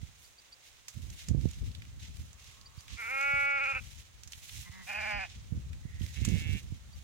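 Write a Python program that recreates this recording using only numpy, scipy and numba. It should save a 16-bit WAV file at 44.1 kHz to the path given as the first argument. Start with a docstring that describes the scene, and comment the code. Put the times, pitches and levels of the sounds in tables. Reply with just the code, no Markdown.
"""Three sheep bleat in turn on an open hillside, and others answer from far off.
Each bleat follows the source-filter principle: vocal fold pulses and breath noise excite the resonances
of the throat. A small bird whistles, and a walker's steps make grass swish by friction and stalks snap
by fracture. Behind them lies the hush of the air, while turbulent wind buffets two microphone ports."""
import sys
import numpy as np
from scipy import signal
from scipy.fft import rfft, irfft, next_fast_len
from scipy.io import wavfile
from scipy.ndimage import uniform_filter1d
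from numba import njit

SR = 44100
rng = np.random.default_rng(int(sys.argv[2]) if len(sys.argv) > 2 else 0)


def store_wav(level_fs):
    """Save 16-bit WAV to argv[1]."""
    pcm = np.round(np.clip(np.atleast_2d(level_fs), -1, 1) * 32767)
    wavfile.write(sys.argv[1], SR, pcm.T.astype(np.int16))


N = 310023
TIME = np.arange(N) / SR
FFT_SIZE = next_fast_len(N)
BIN_HZ = np.fft.rfftfreq(FFT_SIZE, 1 / SR)


def from_db(db):
    """Amplitude grows tenfold for every 20 dB."""
    return 10 ** (np.asarray(db) / 20)


def unit_rms(x):
    """Normalisation to a mean power of one."""
    return x / np.sqrt(np.mean(x ** 2) + 1e-20)


def in_time(rows, t=TIME):
    """Linear interpolation of each column over the times in the first."""
    times_s, *columns = np.transpose(rows)
    return [np.interp(t, times_s, column) for column in columns]


def spectrum_db(points):
    """Interpolation of a spectrum on a log-frequency axis, one level per bin."""
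    hz, db = np.transpose(points)
    return np.interp(np.log(np.maximum(BIN_HZ, 1)), np.log(hz), db)


def cut(x, hz, kind, order=2):
    """A Butterworth filter: maximally flat in its passband."""
    sections = signal.butter(order, np.clip(hz, 10, .45 * SR), kind, fs=SR, output="sos")
    return signal.sosfilt(sections, x + 1e-18)


def drift(rate_hz):
    """Random modulation: Gaussian values joined by straight lines."""
    knots = rng.standard_normal(int(N / SR * rate_hz) + 2)
    return np.interp(TIME * rate_hz, np.arange(len(knots)), knots)


def swell(start_s, length_s, attack_s, release_s):
    """An envelope of linear rise, hold and exponential decay."""
    t = TIME - start_s
    return np.clip(t / attack_s, 0, 1) * np.exp(-np.clip((t - length_s) / release_s, 0, 20))


def coloured(noise, spectrum):
    """Spectral shaping of a noise, returned at unit rms."""
    shaped = rfft(noise, FFT_SIZE) * from_db(spectrum_db(spectrum))
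    return unit_rms(irfft(shaped, FFT_SIZE)[..., :N])


@njit
def two_pole(x, angle, radius):
    """A damped oscillator: pole angle sets its frequency, pole radius its decay."""
    y = np.zeros(len(x))
    for i in range(2, len(x)):
        drive = (1 - radius * radius) / 2 * (x[i] - x[i - 2])
        y[i] = drive + 2 * radius * np.cos(angle[i]) * y[i - 1] - radius * radius * y[i - 2]
    return y


def resonate(x, hz, width_hz):
    """A resonance of unit peak gain whose centre may glide."""
    return two_pole(x, 2 * np.pi * hz / SR * np.ones(len(x)), np.exp(-np.pi * width_hz / SR))


def add(out, start_s, sound):
    """Superposition of a short stereo sound on a longer one."""
    i = max(round(start_s * SR), 0)
    out[:, i:i + sound.shape[1]] += sound[:, :N - i]


def panned(pan_db):
    """Constant-power panning; pan_db is the left level minus the right."""
    gains = from_db(np.array([[.5], [-.5]]) * pan_db)
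    return gains / np.sqrt(np.mean(gains ** 2, axis=0))


def at_ports(x, lead_ms, pan_db):
    """Path difference: direct sound reaches the left port first. The channels have opposite polarity."""
    n = np.arange(len(x))
    delayed = np.interp(n - lead_ms * SR / 1000, n, x)
    return np.array([x, -delayed]) * panned(pan_db)


# Balance of the ports for diffuse sound: frequency_hz, pan_db
PORT_BALANCE = [(300, -1), (1200, 1), (2200, -5.5), (3300, -1.5), (4700, 0.5), (6500, -9.5), (9000, -4.5),
                (13000, -2.5)]
def port_colour(x):
    """Diffuse-field response: each port colours the sound in its own way."""
    return irfft(rfft(x, FFT_SIZE) * panned(spectrum_db(PORT_BALANCE)), FFT_SIZE)[:, :N]


# Spectrum of still air over the field: frequency_hz, relative_db
AIR_SPECTRUM = [(88, 5), (150, -4.5), (248, -4), (436, -2.5), (1510, -2), (2230, -2.5), (3550, -5),
                (5440, -8.5), (6470, -3), (13000, -18.5), (15500, -11.5)]
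def still_air(level_db=-63):
    """Ambient noise is diffuse: a steady hush, uncorrelated between the ports."""
    return from_db(level_db) * coloured(port_colour(rng.standard_normal((2, N))), AIR_SPECTRUM)


# Breeze on both ports: time_s, relative_db
BREEZE = [(0.0, -51), (0.35, -70.5), (0.96, -69), (1.09, -58.5), (1.55, -45), (2.19, -52.5), (2.62, -60),
          (3.76, -58), (4.78, -59.5), (5.66, -45), (6.03, -47.5), (6.42, -43), (6.72, -50), (7.03, -48)]
# Gusts, mostly on one port: start_s, length_s, relative_db, pan_db
GUSTS = [(0.0, 0.047, -43, -25), (.94, 0.14, -38, -14), (1.08, 0.072, -45, 4), (1.277, 0.21, -28, -12.5),
         (1.61, .06, -30, 21), (1.726, 0.52, -47.5, 9), (2.182, 0.041, -39, -8), (2.893, .05, -47, -14),
         (3.335, 0.098, -45.5, 11), (3.717, 0.28, -48, 11), (4.512, 0.09, -44.5, -14),
         (5.122, .05, -38, -13), (5.35, 0.031, -39, 3), (5.508, 0.075, -32.5, -9.5), (5.62, 0.089, -47, 13),
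         (6.009, 0.04, -33, -13), (6.156, 0.23, -36, -19), (6.256, .11, -26, -30), (6.396, 0.17, -30, -19),
         (6.6, 0.16, -44, -19)]
# Spectrum of the wind's rumble: frequency_hz, relative_db
RUMBLE_SPECTRUM = [(13, -53), (22, -60), (48, 2.5), (71, 6), (130, -5), (274, -29.5), (445, -55),
                   (500, -28), (650, -74), (1100, -120)]
def wind(breeze_db=1, lump_db=4, rumble_db=-2, eddy_db=-15, eddy_growth=.074):
    """Turbulence rumbles at each port; stronger gusts shed smaller eddies that reach higher in pitch."""
    power = from_db(in_time(BREEZE)[0] + breeze_db) ** 2
    for start_s, length_s, db, pan_db in GUSTS:
        envelope = swell(start_s, length_s, attack_s=.021, release_s=.025)
        power = power + (from_db(db) * panned(pan_db) * envelope) ** 2
    level_db = 10 * np.log10(power)
    lumps = from_db(lump_db * np.array([drift(45), drift(45)]))
    rumble = from_db(rumble_db) * coloured(rng.standard_normal((2, N)), RUMBLE_SPECTRUM)
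    eddies = unit_rms(cut(cut(rng.standard_normal((2, N)), 138, "high"), 160, "low", order=3))
    eddy_gain = from_db(eddy_db + eddy_growth * (level_db + 35))
    return from_db(level_db) * lumps * (rumble + eddy_gain * eddies)


# Eddies that strike a port: start_s, relative_peak_db, pan_db
BUFFETS = [(0.03, -30.5, -33), (0.971, -31, -18), (1.311, -22, -40), (1.347, -19, -35), (1.455, -17, -39),
           (1.625, -30, 3), (2.775, -35.5, -29), (3.334, -32, 34), (4.694, -36, -30), (5.522, -25.5, -28),
           (5.574, -28.5, 17), (5.852, -27.5, -28), (6.01, -24.5, -35), (6.217, -23.5, -34),
           (6.278, -21, -27), (6.327, -27, -17), (6.491, -24.5, -25), (6.722, -27.5, -16)]
def buffets(ring_hz=70, width_hz=61, edge_hz=282, edge_growth=.5, gain_db=-1.5):
    """Damped oscillation: a pressure jolt swings once or twice; harder ones have steeper edges."""
    out, impulse = np.zeros((2, N)), signal.unit_impulse(SR // 8, 2)
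    for (start_s, db, pan_db), detune in zip(BUFFETS, rng.normal(1, .026, len(BUFFETS))):
        ring = resonate(impulse, ring_hz * detune, width_hz)
        top_hz = edge_hz * from_db(edge_growth * (db + 22))
        thump = cut(cut(ring, top_hz, "low", order=3), 78, "high")
        add(out, start_s, thump / np.abs(thump).max() * from_db(db + gain_db) * panned(pan_db))
    return out


# Strokes of the walker through the grass: start_s, length_s, swish_db, hiss_above_swish_db
STROKES = [(0.0, 0.071, -64, -7), (0.166, 0.097, -70.5, 6.5), (0.61, 0.057, -61.5, -5),
           (0.858, 0.21, -65, -0.5), (1.097, 0.12, -63, -0.5), (1.162, 0.038, -52, -7.5),
           (1.379, .29, -61, -6), (1.98, .08, -56, -10), (2.133, 0.09, -64, 0.5), (2.361, 0.17, -62, -7),
           (2.744, 0.069, -65.5, -1), (2.866, 0.037, -52.5, -21), (2.901, 0.03, -51, -13),
           (2.973, 0.16, -60.5, 2.5), (3.165, 0.27, -59, -2), (3.434, 0.27, -64.5, -20),
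           (3.624, 0.089, -57.5, -9), (3.728, .27, -62.5, -3.5), (4.29, 0.099, -62.5, 3),
           (4.408, .22, -56, 0), (4.684, 0.22, -63, -8), (4.812, 0.11, -57.5, -1), (4.983, 0.11, -55.5, -9),
           (5.17, 0.19, -59.5, -27), (5.985, 0.097, -58.5, -2), (6.112, 0.32, -56.5, -8),
           (6.217, 0.19, -55.5, -4), (6.437, 0.16, -58, -3.5), (6.661, 0.09, -66, -9),
           (6.898, 0.14, -69, -1)]
# Spectrum of rubbing blades: frequency_hz, relative_db
BLADE_SPECTRUM = [(410, -69), (700, -11.5), (980, -21), (2050, 0.5), (3870, 2.5), (4410, -2), (6420, -1),
                  (9230, -16), (15500, -23.5)]
def grass(rustle_db=-68.5, grain_db=1.5, flutter_db=2.17, sway_db=1, ticks_per_s=45, tick_db=-6.5):
    """Friction of blades is a dense run of tiny contacts, a few sharp; a faster brush adds hiss."""
    swish_power, hiss_power = from_db(rustle_db) ** 2, from_db(rustle_db - 10) ** 2   # between strokes
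    for start_s, length_s, swish_db, hiss_db in STROKES:
        power = (from_db(swish_db) * swell(start_s, length_s, attack_s=.031, release_s=.057)) ** 2
        swish_power = swish_power + power
        hiss_power = hiss_power + power * from_db(hiss_db) ** 2
    ticks = (rng.random(N) < ticks_per_s / SR) * rng.exponential(1, N)
    crackle = from_db(tick_db) * signal.lfilter([1], [1, -np.exp(-1000 / SR)], ticks + 1e-18)   # 1 ms decay
    grains = rng.standard_normal((2, N)) * (1 + crackle)
    grains *= from_db(grain_db * drift(1500) + flutter_db * drift(90) + sway_db * drift(25))
    blades = coloured(port_colour(grains), BLADE_SPECTRUM)
    swish = cut(blades, 9600, "low", order=4) / np.std(cut(blades, [3800, 9000], "band"))
    hiss = unit_rms(cut(blades, 9700, "high", order=4))
    return from_db(.04) * np.sqrt(swish_power) * swish + np.sqrt(hiss_power) * hiss


# Breaking stalks: start_s, relative_peak_db, pitch_hz
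SNAPS = [(0.882, -37.5, 6600), (1.102, -43.5, 6600), (1.285, -33.5, 6650), (1.511, -44, 6700),
         (1.715, -48.5, 3890), (1.7492, -45.5, 3580), (1.82, -46, 1910), (1.8515, -50.5, 2180),
         (2.33, -48, 6860), (2.612, -49, 5000), (2.806, -47, 6440), (3.21, -42, 6560), (3.227, -42, 6200),
         (2.8803, -43.5, 2490), (4.2337, -43.5, 6340), (4.275, -44, 6200), (4.3211, -38, 6360),
         (4.3325, -38, 3140), (4.493, -42, 3180), (5.7303, -50.5, 2220), (6.0173, -42, 3010),
         (6.2495, -28.5, 7100), (6.287, -34.5, 6600)]
def snaps(attack_s=.0003, crack_t60_s=.016, tail_t60_s=.13, tail_db=-13.5, body_db=-11, gain_db=2.5):
    """Fracture: a stalk breaks with a resonant crack, then its fibres crackle briefly."""
    out, t = np.zeros((2, N)), np.arange(SR // 15) / SR
    decay = from_db(-60 * t / crack_t60_s) + from_db(tail_db - 60 * t / tail_t60_s)
    envelope = decay * (1 - np.exp(-t / attack_s))
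    for start_s, db, pitch_hz in SNAPS:
        burst = rng.standard_normal((2, len(t))) * envelope
        crack = cut(cut(burst, 2000, "high"), 4000, "low", order=1)
        ring = np.array([resonate(side, pitch_hz, width_hz=1200) for side in crack])
        snap = ring + from_db(body_db) * crack
        add(out, start_s, snap / np.abs(snap.mean(axis=0)).max() * from_db(db + gain_db))
    return port_colour(out)


def scattering(direct, t60_s=.35, wet_db=-24):
    """Scattering from ground and flock adds a faint, exponentially decaying tail."""
    t = np.arange(SR // 2) / SR
    tail = rng.standard_normal((2, len(t))) * from_db(-60 * t / t60_s) * (t > .004)
    tail /= np.sqrt(np.sum(tail ** 2) / 2)
    return direct + from_db(wet_db) * signal.fftconvolve(direct, tail, axes=1)[:, :N]


# The bird's chirps: start_s, relative_db
CHIRPS = [(0.243, -71), (0.381, -66), (0.522, -61), (2.656, -62.5), (2.783, -66), (6.928, -69)]
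# Contour of one chirp: elapsed_s, pitch_hz, gain_db
CHIRP_SHAPE = [(0, 4200, 4), (.006, 4820, 15), (.013, 4560, 10), (.02, 4850, 9.5), (.027, 5300, -20)]
def bird():
    """Frequency modulation of a pure tone: short whistles that rise with a kink."""
    out, t = np.zeros((2, N)), np.arange(0, CHIRP_SHAPE[-1][0], 1 / SR)
    pitch_hz, gain_db = in_time(CHIRP_SHAPE, t)
    for (start_s, db), detune in zip(CHIRPS, rng.normal(1, .003, len(CHIRPS))):
        whistle = from_db(db + gain_db) * np.sin(2 * np.pi * np.cumsum(pitch_hz * detune) / SR)
        add(out, start_s, at_ports(whistle, lead_ms=.295, pan_db=-1))
    return out


# Brief catches of the voice: centre_s, length_s, pitch_lost_fraction, level_lost_db
CATCHES = [(3.03, 0.05, 0.066, -1), (3.595, 0.048, 0.055, 1.5), (3.662, 0.035, 0.078, 0.5),
           (3.737, 0.037, 0.15, 7), (4.706, 0.051, 0.026, 14), (4.929, 0.0414, 0.0698, 2.5),
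           (4.97, 0.0253, .03, 0), (5.015, 0.045, 0.08, 2), (5.058, 0.044, 0.0763, 0.5),
           (5.197, 0.035, 0.043, 0), (6.209, .07, 0.021, 8), (6.373, 0.086, 0.0372, 0.5)]
def phrasing(voice, t, attack_s=.03006, release_s=.034, slack_db=16.5):
    """Modulation of a call: its slack ends are lower, softer and rougher, and catches make it quaver."""
    pitch_hz, level_db, roughness, mouth_hz = in_time(voice, t)
    slack = np.maximum(1 - (t - t[0]) / attack_s, 0) + np.maximum(1 - (t[-1] - t) / release_s, 0)
    sag = .1069 * slack
    level_db -= slack_db * slack
    roughness += .28 * slack
    for centre_s, length_s, pitch_lost, lost_db in CATCHES:
        dip = np.cos(np.pi * np.clip((t - centre_s) / length_s, -.5, .5)) ** 2
        sag += pitch_lost * dip
        level_db -= lost_db * dip
        roughness += 3.6 * pitch_lost * dip
        mouth_hz *= 1 - .42 * pitch_lost * dip
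    return pitch_hz * (1 - sag), level_db, np.clip(roughness, 0, 1), mouth_hz


def vocal_folds(pitch_hz, roughness, lag_cycles, rasp, rasp_hz, jitter=.026, shimmer_db=2.3):
    """Phonation: harmonic pulses, which roughness makes uneven in time and size and mixes with breath."""
    size = len(pitch_hz)
    cycles = np.cumsum(pitch_hz * (1 + jitter * roughness * drift(260)[:size])) / SR
    harmonic = np.arange(1, 33)[:, None]
    # higher partials lag a little, which softens each pulse
    pulses = np.cos(2 * np.pi * (harmonic * cycles - lag_cycles * harmonic ** 2)).sum(axis=0)
    shimmer = from_db(shimmer_db * roughness * rng.standard_normal(400)[np.round(cycles).astype(int)])
    turbulence = cut(rng.standard_normal(N)[:size], rasp_hz, "high", order=1)
    puffs = turbulence * np.cos(np.pi * cycles) ** 2   # air passes while the folds are open
    return shimmer * (unit_rms(pulses) + rasp * roughness * puffs), cycles


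# Upper, nasal resonances of every throat: centre_hz, width_hz
NASAL_FORMANTS = [(3370, 280), (4680, 560)]
def vocal_tract(source, throat, mouth_hz, low_hz, top_hz, nasal_db):
    """Formants are resonances in parallel; the first of the throat is centred on the moving mouth_hz."""
    oral = 0
    for row, (centre_hz, width_hz, db) in enumerate(throat):
        hz = mouth_hz if row == 0 else centre_hz
        # each resonance acts twice, which keeps the valleys between them dark
        oral += from_db(db) * resonate(resonate(source, hz, width_hz), hz, width_hz)
    treble = cut(source, [3200, 5600], "band")
    nasal = sum(from_db(db) * resonate(treble, hz, width_hz)
                for db, (hz, width_hz) in zip(nasal_db, NASAL_FORMANTS))
    return cut(cut(oral, low_hz, "high"), top_hz, "low", order=12) + nasal


def bleat(voice, throat, low_hz, top_hz, nasal_db, chest_db, lead_ms, pan_db,
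          lag_cycles=.009, rasp=1.55, rasp_hz=300):
    """Source and filter: the folds excite the tract, and the chest adds the fundamental."""
    out, t = np.zeros((2, N)), np.arange(voice[0][0], voice[-1][0], 1 / SR)
    pitch_hz, level_db, roughness, mouth_hz = phrasing(voice, t)
    source, cycles = vocal_folds(pitch_hz, roughness, lag_cycles, rasp, rasp_hz)
    vowel = vocal_tract(source, throat, mouth_hz, low_hz, top_hz, nasal_db)
    chest = from_db(chest_db) * np.sin(2 * np.pi * cycles)
    call = at_ports(vowel + chest, lead_ms, pan_db)
    running_rms = np.sqrt(uniform_filter1d(call.mean(axis=0) ** 2, SR // 40) + 1e-12)
    add(out, t[0], call / running_rms * from_db(level_db) * signal.windows.tukey(len(t), .03))
    return out


# Distant bleats: start_s, length_s, pitch_hz, level_db, roughness, formant_hz, lead_ms, pan_db
FAR_CALLS = [(2.3, 0.94, 183.4, -71.5, 1.1, 1120, .6, -1), (5.802, 0.35, 191, -65, 0.73, 1970, 0.38, -7)]
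def far_sheep(swell_db=9, swell_fraction=.34, width_hz=340):
    """Attenuation over distance leaves one rough resonance of each slowly swelling answer."""
    out = np.zeros((2, N))
    for start_s, length_s, pitch_hz, level_db, roughness, formant_hz, lead_ms, pan_db in FAR_CALLS:
        voice = [(start_s + fraction * length_s, pitch_hz, level_db - under_db, roughness, formant_hz)
                 for fraction, under_db in [(0, swell_db), (swell_fraction, 0), (1, 0)]]
        out += bleat(voice, [(formant_hz, width_hz, 0)], low_hz=400, top_hz=2800, nasal_db=(-43, -43),
                     chest_db=-50, lead_ms=lead_ms, pan_db=pan_db, rasp=3.8)
    return out


# Contours of the near calls: time_s, pitch_hz, level_db, roughness, mouth_hz
CLEAR_VOICE = [(2.962, 240.6, -43.5, .38, 2160), (3.07, 228.7, -40.5, .42, 2260),
               (3.115, 263.7, -36.5, .26, 2240), (3.24, 279.8, -31.7, .16, 2330),
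               (3.38, 281, -30.4, .12, 2280), (3.57, 280, -32.3, .12, 2310),
               (3.64, 280.3, -32.5, 0.24, 2395), (3.72, 271.6, -33, 0.23, 2450),
               (3.808, 251.7, -35.5, 0.77, 2440)]
MUTTER_VOICE = [(4.64, 172.4, -53.5, 0.25, 2040), (4.76, 187.2, -56, 0.84, 1950),
                (4.86, 179.4, -54, 0.67, 1930)]
HOARSE_VOICE = [(4.864, 198.4, -39.5, 0.9, 2400), (4.95, 208, -37, 1, 2520),
                (5.03, 220.6, -36.5, 0.4, 2410), (5.12, 206.4, -35.5, 0.5, 2366),
                (5.18, 204.1, -38.5, 0.15, 2374), (5.272, 171.2, -38, 0.83, 2530)]
DEEP_VOICE = [(6.135, 147.7, -53, .8, 2200), (6.3, 157, -52, 0.2, 2210), (6.43, 159.5, -49, 0.33, 2230),
              (6.54, 151, -50, 0.19, 2300), (6.615, 148.6, -51, .35, 2480)]
# Formants of each throat, the mouth at rest first: centre_hz, width_hz, gain_db
CLEAR_THROAT = [(2300, 412, 13), (2623, 420, -2.5), (1395, 175, 11), (776, 370, 1), (570, 220, 0)]
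MUTTER_THROAT = [(2000, 220, 10.5), (1730, 200, 1), (990, 360, 3), (177, 84, 14)]
HOARSE_THROAT = [(2450, 194, 14), (2555, 590, 3.5), (2162, 110, 11), (1727, 230, 9.5), (1532, 140, 7),
                 (1007, 100, -4), (750, 234, 11.5), (715, 87, 3)]
DEEP_THROAT = [(2200, 300, 15.5), (2650, 350, 15), (3300, 370, 9.5), (1800, 210, 6.5), (765, 210, -3)]
def near_sheep():
    """Pitch and formants mark each voice: a clear bleat, a mutter opening into a hoarse one, a deep one."""
    clear = bleat(CLEAR_VOICE, CLEAR_THROAT, low_hz=300, top_hz=2700, nasal_db=(-19, -24),
                  chest_db=-29, lead_ms=.15, pan_db=-2, lag_cycles=.0124)
    mutter = bleat(MUTTER_VOICE, MUTTER_THROAT, low_hz=120, top_hz=2900, nasal_db=(-40, -40),
                   chest_db=-22, lead_ms=.2, pan_db=-1)
    hoarse = bleat(HOARSE_VOICE, HOARSE_THROAT, low_hz=388, top_hz=3180, nasal_db=(-17, -9),
                   chest_db=-14, lead_ms=.23, pan_db=-3, lag_cycles=.028, rasp_hz=1390)
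    deep = bleat(DEEP_VOICE, DEEP_THROAT, low_hz=800, top_hz=3800, nasal_db=(-12, -24),
                 chest_db=-40, lead_ms=.3, pan_db=-7, lag_cycles=.00867)
    return clear + mutter + hoarse + deep


def scene():
    """Superposition of animals in the open, grass underfoot, wind and still air."""
    animals = scattering(near_sheep() + far_sheep() + bird())
    return animals + grass() + snaps() + wind() + buffets() + still_air()


def record(dry):
    """Band limiting: an elliptic low-pass cuts steeply above 15.9 kHz."""
    return signal.sosfilt(signal.ellip(12, .1, 80, 15900, fs=SR, output="sos"), dry)


dry = scene()
out = record(dry)
store_wav(out)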